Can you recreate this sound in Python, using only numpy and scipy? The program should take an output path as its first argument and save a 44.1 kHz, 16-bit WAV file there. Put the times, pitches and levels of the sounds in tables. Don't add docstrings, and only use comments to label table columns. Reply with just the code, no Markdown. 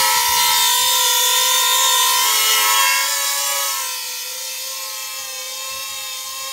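import sys
import numpy as np
from scipy import signal
from scipy.fft import rfft, irfft, next_fast_len
from scipy.io import wavfile
from scipy.ndimage import uniform_filter1d, map_coordinates

SR = 44100
rng = np.random.default_rng(int(sys.argv[2]) if len(sys.argv) > 2 else 0)


def wav_out(sig):
    wavfile.write(sys.argv[1], SR, np.round(np.clip(np.atleast_2d(sig).T, -1, 1) * 32767).astype(np.int16))


N = 287532

# [t/s, f/Hz]
THROTTLE = [(0.0, 482), (0.24, 482), (0.48, 480), (0.84, 489.3), (1.2, 482), (1.61, 491.6), (2.67, 485.9),
            (2.91, 498.5), (3.01, 502), (3.09, 500), (3.23, 491.7), (3.73, 490), (4.02, 480.2), (4.67, 490),
            (4.96, 478.7), (5.18, 475.7), (5.29, 460), (5.35, 460.4), (5.44, 462), (5.61, 478.5),
            (5.76, 485), (5.88, 480.4), (6.11, 470.5), (6.51, 472.3)]
# [t/s, f/Hz]
YAW = [(0.0, 48), (0.08, 47.7), (0.19, 32.6), (0.24, 33), (0.35, 32.6), (0.56, 42.5), (0.61, 39.7),
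       (0.7, 23.9), (0.76, 22), (0.93, 32.7), (1.06, 20.7), (1.29, 21.2), (1.42, 27.2), (1.52, 23.1),
       (1.63, 28), (1.71, 25.3), (1.84, 40), (2.0, 20.3), (2.09, 33.7), (2.2, 26), (2.28, 48.5), (2.33, 52),
       (2.41, 53), (2.54, 43), (2.65, 52.1), (2.77, 53.6), (2.86, 45.0), (3.03, 43.5), (3.11, 58),
       (3.18, 61), (3.52, 72.5), (3.64, 65.9), (3.86, 32.3), (4.26, 23.6), (4.46, 38), (4.57, 32),
       (4.93, 52.3), (5.09, 47.6), (5.26, 64.5), (5.59, 49.5), (5.74, 46.5), (5.92, 60), (6.06, 55),
       (6.14, 48.6), (6.29, 58.0), (6.51, 63)]
# [t/s, thrust hum/dB, its octave/dB,
# wake cutting/dB, slow rotor and high mixed tones/dB, motor whine/dB, blade buzz/dB]
GROUP_LEVELS = [(0.0, -35, -30, -22.5, -22, -38, -34), (0.12, -39.5, -32, -21.5, -22.5, -34.5, -30.0),
                (0.28, -45, -29, -22.5, -28, -31, -37.5), (0.45, -39.5, -32, -23, -24.5, -30.0, -29.5),
                (0.62, -48, -32.5, -24.5, -27.5, -22, -27), (0.95, -36, -30, -25.5, -29.5, -26.0, -32.5),
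                (1.42, -34.5, -29.5, -27.5, -26.5, -24.0, -29.5),
                (1.95, -37, -24.5, -26, -26.5, -22, -29.5), (2.26, -45, -27, -25.5, -27.5, -32.5, -25.5),
                (2.46, -40, -36, -38, -25.5, -35, -23.5), (2.62, -42, -28, -26.5, -22.0, -35, -25),
                (2.8, -39.5, -21, -23.5, -24, -35.5, -23), (2.95, -45, -32, -25, -30, -38, -23),
                (3.1, -39.5, -39, -35.5, -29.5, -37, -31.5), (3.28, -43.5, -33, -38, -32, -32.5, -33.5),
                (3.56, -35, -33.5, -33.5, -29.5, -41, -33), (3.8, -47.0, -32, -35.5, -34, -40, -37.5),
                (4.1, -48, -49.5, -50, -39, -42.5, -41.5), (4.55, -45.5, -56.0, -51, -43, -39, -40),
                (4.74, -45.0, -40.5, -50, -41.0, -43, -42.5), (5.0, -47.5, -40, -50.5, -38.5, -47.0, -40),
                (5.36, -44.0, -45, -56.0, -40, -41.5, -41.5), (5.7, -44.5, -36.5, -51.5, -41.5, -37.5, -37),
                (6.1, -50.0, -43.0, -59, -40.0, -36, -40), (6.3, -54, -38.5, -53.5, -44, -43, -41.5),
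                (6.52, -43.5, -34.0, -54.5, -39.5, -38, -39.5)]
HUM = [(.5, 0), (1, 0)]
OCTAVE = [(2, 0)]
WAKE = [(1, 1), (1, 3)]
SLOW_ROTOR = [(0, 1), (0, 2), (0, 3), (0, 4), (0, 5), (2, 2), (2, 3), (3, 3), (3, 4), (4, 3), (5, 4)]
WHINE = [(7, 0), (14, 0)]
BUZZ = [(3, 0), (4, 0), (5, 0), (6, 0)]
SIZZLE = [(k, 0) for k in (8, 9, 10, 11, 12, 13, 15, 16, 17, 18, 19, 20)]
# [level/dB towards side 0, 1, 2, 3, 4]
HUM_BEAM = [(-20, -29, -29.5, -27, -22.5), (-0.5, -2, -1, 1.5, -1)]
OCTAVE_BEAM = [(0, 0, 0, 0, 0)]
WAKE_BEAM = [(-1, -0.0, -2.5, 0.5, -1), (-18, -12, -19, -10, -4.5)]
SLOW_ROTOR_BEAM = [(-22, -19, -16.5, -30, -22.5), (-6.0, -8.5, -14, -9.5, -10.0),
                   (-9.0, -13, -4.5, -9.5, -14.5), (-15.0, -7.5, -14, -4.5, -23),
                   (-12, -14, -13, -17, -18.5), (-7, -14.5, -7, -13, -6.5), (-15, -19, -14.5, -13.0, 0),
                   (-9.5, -13, 0, -11.5, -21), (-24, -8, -24, -15, 2), (-18, -12, -11, -31, 4),
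                   (-17, -6.5, -24, -7, -4)]
WHINE_BEAM = [(0, 0, 1.5, 1, -1), (-12, -6, -5, -12, -13)]
BUZZ_BEAM = [(-15, -12.5, -19, -7.5, -33.5), (-2, -11, -7, -5, -18), (-16.0, -10.5, -15.5, -4.5, -0.5),
             (-2.5, -7, -3.5, -5, -5.0)]
SIZZLE_BEAM = [(-6, -19, -9, -15, -3), (-5.5, -12.5, -18, -4.5, -11), (-9.5, -7, -4.5, -8.5, -3),
               (-5.5, -13.5, -9, -10, -15.5), (-8, -5, -11.5, -6, -8.5), (-8, -6, -2.5, -6, -4.5),
               (-25, -17, -13, -9, -22.5), (-22, -14.0, -11, -9, -19.5), (-20, -19.0, -17, -18, -19),
               (-19.0, -11, -27.0, -19.0, -22), (-15, -18, -19, -25.0, -16),
               (-15, -21.0, -27.0, -19.0, -22.0)]
# [t/s, side 0-4]
SIDE_SHOWN = [(.5, 0), (.85, 1.5), (2.05, 1), (2.3, 1.5), (2.9, 3), (3.15, 3), (3.7, 2.5), (4.0, 3.5)]
# [t/s, level/dB of the tip hiss in its top band, above 8 kHz]
HISS_LEVEL = [(0, -22.5), (.25, -24), (.45, -22.5), (1.9, -23.5), (2.05, -23), (2.7, -22), (3.0, -26),
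              (3.7, -27), (4.0, -32.5), (4.7, -33.5), (5.1, -34.5), (5.45, -36.5), (5.7, -35), (6.52, -36)]
# [f/Hz, relative level per Hz/dB]
HISS_SPECTRUM = [(900, -46), (1500, -22.5), (2000, -6), (3300, -0.5), (5000, -2), (6900, -0.5),
                 (8000, -2.5), (9300, -1.5), (10400, -6), (11300, -4.5), (11950, -0.5), (12600, -2.5),
                 (14000, -3.5), (15800, -4)]
# [t/s, extra path/ms, strength 0-1]
STONE = [(0, .32, .15), (.35, .28, 0), (.5, .23, .5), (.8, .27, 0.59), (1.2, .3, .4), (1.7, 0.3, 0.4),
         (2.0, .27, 0.38), (2.2, .15, 0.24), (6.52, 0.16, 0.22)]
# [t/s, level/dB]
WASH_LEVEL = [(0, -35), (.6, -40.5), (.85, -44), (1.9, -46.5), (2.1, -34), (2.5, -32.5), (3.5, -43.5),
              (3.9, -48.5), (4.6, -52.5), (5.8, -54.5), (6.52, -57)]
# [f/Hz, relative level per Hz/dB]
WASH_SPECTRUM = [(150, -22.5), (300, -3), (420, -1.5), (570, -7), (640, -4.5), (740, 2), (950, 5.5),
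                 (1200, 8), (1400, 7.5), (1650, 1), (2000, 4.5), (4000, -4.5), (8000, -50)]
# [centre t/s, half width/s, peak level/dB]
PUFFS = [(.1, 0.2, -43.5), (.55, 0.16, -47), (.83, 0.056, -49), (1.36, .07, -59), (1.62, .05, -66),
         (2.62, .05, -69), (5.2, 0.13, -65), (5.78, 0.055, -58), (6.0, 0.22, -61), (6.45, 0.098, -62)]
# [f/Hz, relative level per Hz/dB]
WIND_SPECTRUM = [(20, -23), (45, -13), (80, 2), (130, -7), (250, -8.5), (500, -47)]
# [f/Hz, relative level per Hz/dB]
DISTANT_SPECTRUM = [(20, -25), (60, -12), (150, 1.5), (300, 6.5), (500, -10), (1000, -30)]

STEP = 32
CURL = .925
HUNT_HZ = 0.7064
SIZZLE_OVER_HISS_DB, SIZZLE_LOSS = -10.5, 0.77
CALM_DB = -75.5
TOP_HZ = 15740


def rotor_tones(fast, slow):
    hum, octave, wake, lower, whine, buzz = curves(GROUP_LEVELS)
    sizzle = SIZZLE_OVER_HISS_DB + SIZZLE_LOSS * curves(HISS_LEVEL)[0]
    # level/dB, tones, beams, fade/dB, roughness, blur/knots per s
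    groups = [
        (hum, HUM, HUM_BEAM, 1.66, 0.26, 88.9),
        (octave, OCTAVE, OCTAVE_BEAM, 0.7, 0.19, 70.9),
        (wake, WAKE, WAKE_BEAM, 1.0, 0.09, 70),
        (lower, SLOW_ROTOR, SLOW_ROTOR_BEAM, 2.3, 0.28, 90.13),
        (whine, WHINE, WHINE_BEAM, 1.3, 0.16, 199.0),
        (buzz, BUZZ, BUZZ_BEAM, 3.0, 0.38, 179.4),
        (sizzle, SIZZLE, SIZZLE_BEAM, 3.5, 0.65, 259.2),
    ]
    tones = np.zeros(N)
    for level_db, orders, beams, fade_db, rough, blur_rate in groups:
        tones += amp(level_db) * voice(orders, beams, fast, slow, fade_db, rough, blur_rate)
    return tones


def voice(orders, beams, fast, slow, fade_db, rough, blur_rate):
    out = np.zeros(N)
    coarse_times = np.minimum(np.arange(0, N + STEP, STEP), N - 1)
    side = curves(SIDE_SHOWN)[0][coarse_times]
    for (m, n), beam_db in zip(orders, beams):
        inflow = 1 + rough * (wobble(blur_rate) + 1j * wobble(blur_rate))
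        towards_mic_db = np.interp(side, np.arange(len(beam_db)), beam_db)
        fading_db = fade_db * (1 - wobble(9) ** 2)
        size = amp(towards_mic_db + fading_db) * inflow
        phase = m * fast + n * slow + CURL * (m - n) ** 2
        out += np.sqrt(2) * (fine(size) * np.exp(1j * phase)).imag
    return out


def turns(rate):
    smooth_rate = uniform_filter1d(rate, size=2000)
    return 2 * np.pi * np.cumsum(smooth_rate + HUNT_HZ * fine(wobble(14))) / SR


def tip_hiss(fast, slow):
    sweep = 1 + 0.065 * np.cos(fast) + 0.046 * np.cos(slow)
    level_db = curves(HISS_LEVEL)[0] + 4.0 + 0.15 * fine(wobble(11))
    return amp(level_db) * unit(sweep * rush(HISS_SPECTRUM, patchy_db=1.63))


def stone(x, dull_hz):
    delay_ms, strength = curves(STONE)
    dull = filtered(x, lambda hz: 1 / (1 + (hz / dull_hz) ** 6))
    echo = map_coordinates(dull, [np.arange(N) - delay_ms * SR / 1000], mode="nearest")
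    return x + strength * echo


def downwash():
    return amp(curves(WASH_LEVEL)[0]) * rush(WASH_SPECTRUM, patchy_db=2.5)


def wind():
    puffs = amp(CALM_DB) + sum(amp(db) * bump(s, width_s) for s, width_s, db in PUFFS)
    lumps = amp(4.2 * fine(wobble(16)))
    return puffs * unit(lumps * rush(WIND_SPECTRUM, patchy_db=3.8))


def distant_rumble():
    return amp(-68.5) * rush(DISTANT_SPECTRUM, patchy_db=0.5)


def rush(spectrum, patchy_db):
    z = signal.stft(rng.standard_normal(N), nperseg=512)[2]
    field = uniform_filter1d(rng.standard_normal(z.shape), 6, axis=0)
    field = uniform_filter1d(field, 14, axis=1)
    noise = signal.istft(z * amp(patchy_db * unit(field)), nperseg=512)[1][:N]
    hz, db = np.transpose(spectrum)
    return unit(filtered(noise, lambda f: amp(np.interp(np.log(f + 1), np.log(hz), db))))


def filtered(x, response):
    m = next_fast_len(N + 8192)
    return irfft(rfft(x, m) * response(np.fft.rfftfreq(m, 1 / SR)), m)[..., :N]


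def wobble(rate):
    knots = rng.standard_normal(int(N * rate / SR) + 4)
    return map_coordinates(knots, [np.arange(0, N + STEP, STEP) * rate / SR])


def fine(coarse):
    return np.interp(np.arange(N) / STEP, np.arange(len(coarse)), coarse)


def curves(rows):
    s, *cols = np.transpose(rows)
    return [np.interp(np.arange(N) / SR, s, c) for c in cols]


def bump(s, width_s):
    return np.exp(-((np.arange(N) / SR - s) / width_s) ** 2)


def amp(db):
    return 10 ** (np.asarray(db) / 20)


def unit(x):
    return x / np.sqrt(np.mean(np.abs(x) ** 2) + 1e-20)


def scene():
    throttle, yaw = curves(THROTTLE)[0], curves(YAW)[0]
    fast, slow = turns(throttle + yaw), turns(throttle - yaw)
    copter = rotor_tones(fast, slow) + stone(tip_hiss(fast, slow), dull_hz=8500)
    mono = copter + downwash() + wind() + distant_rumble()
    return np.tile(mono, (2, 1))


def record(dry):
    return filtered(dry, lambda hz: hz < TOP_HZ)


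dry = scene()
out = record(dry)
wav_out(out)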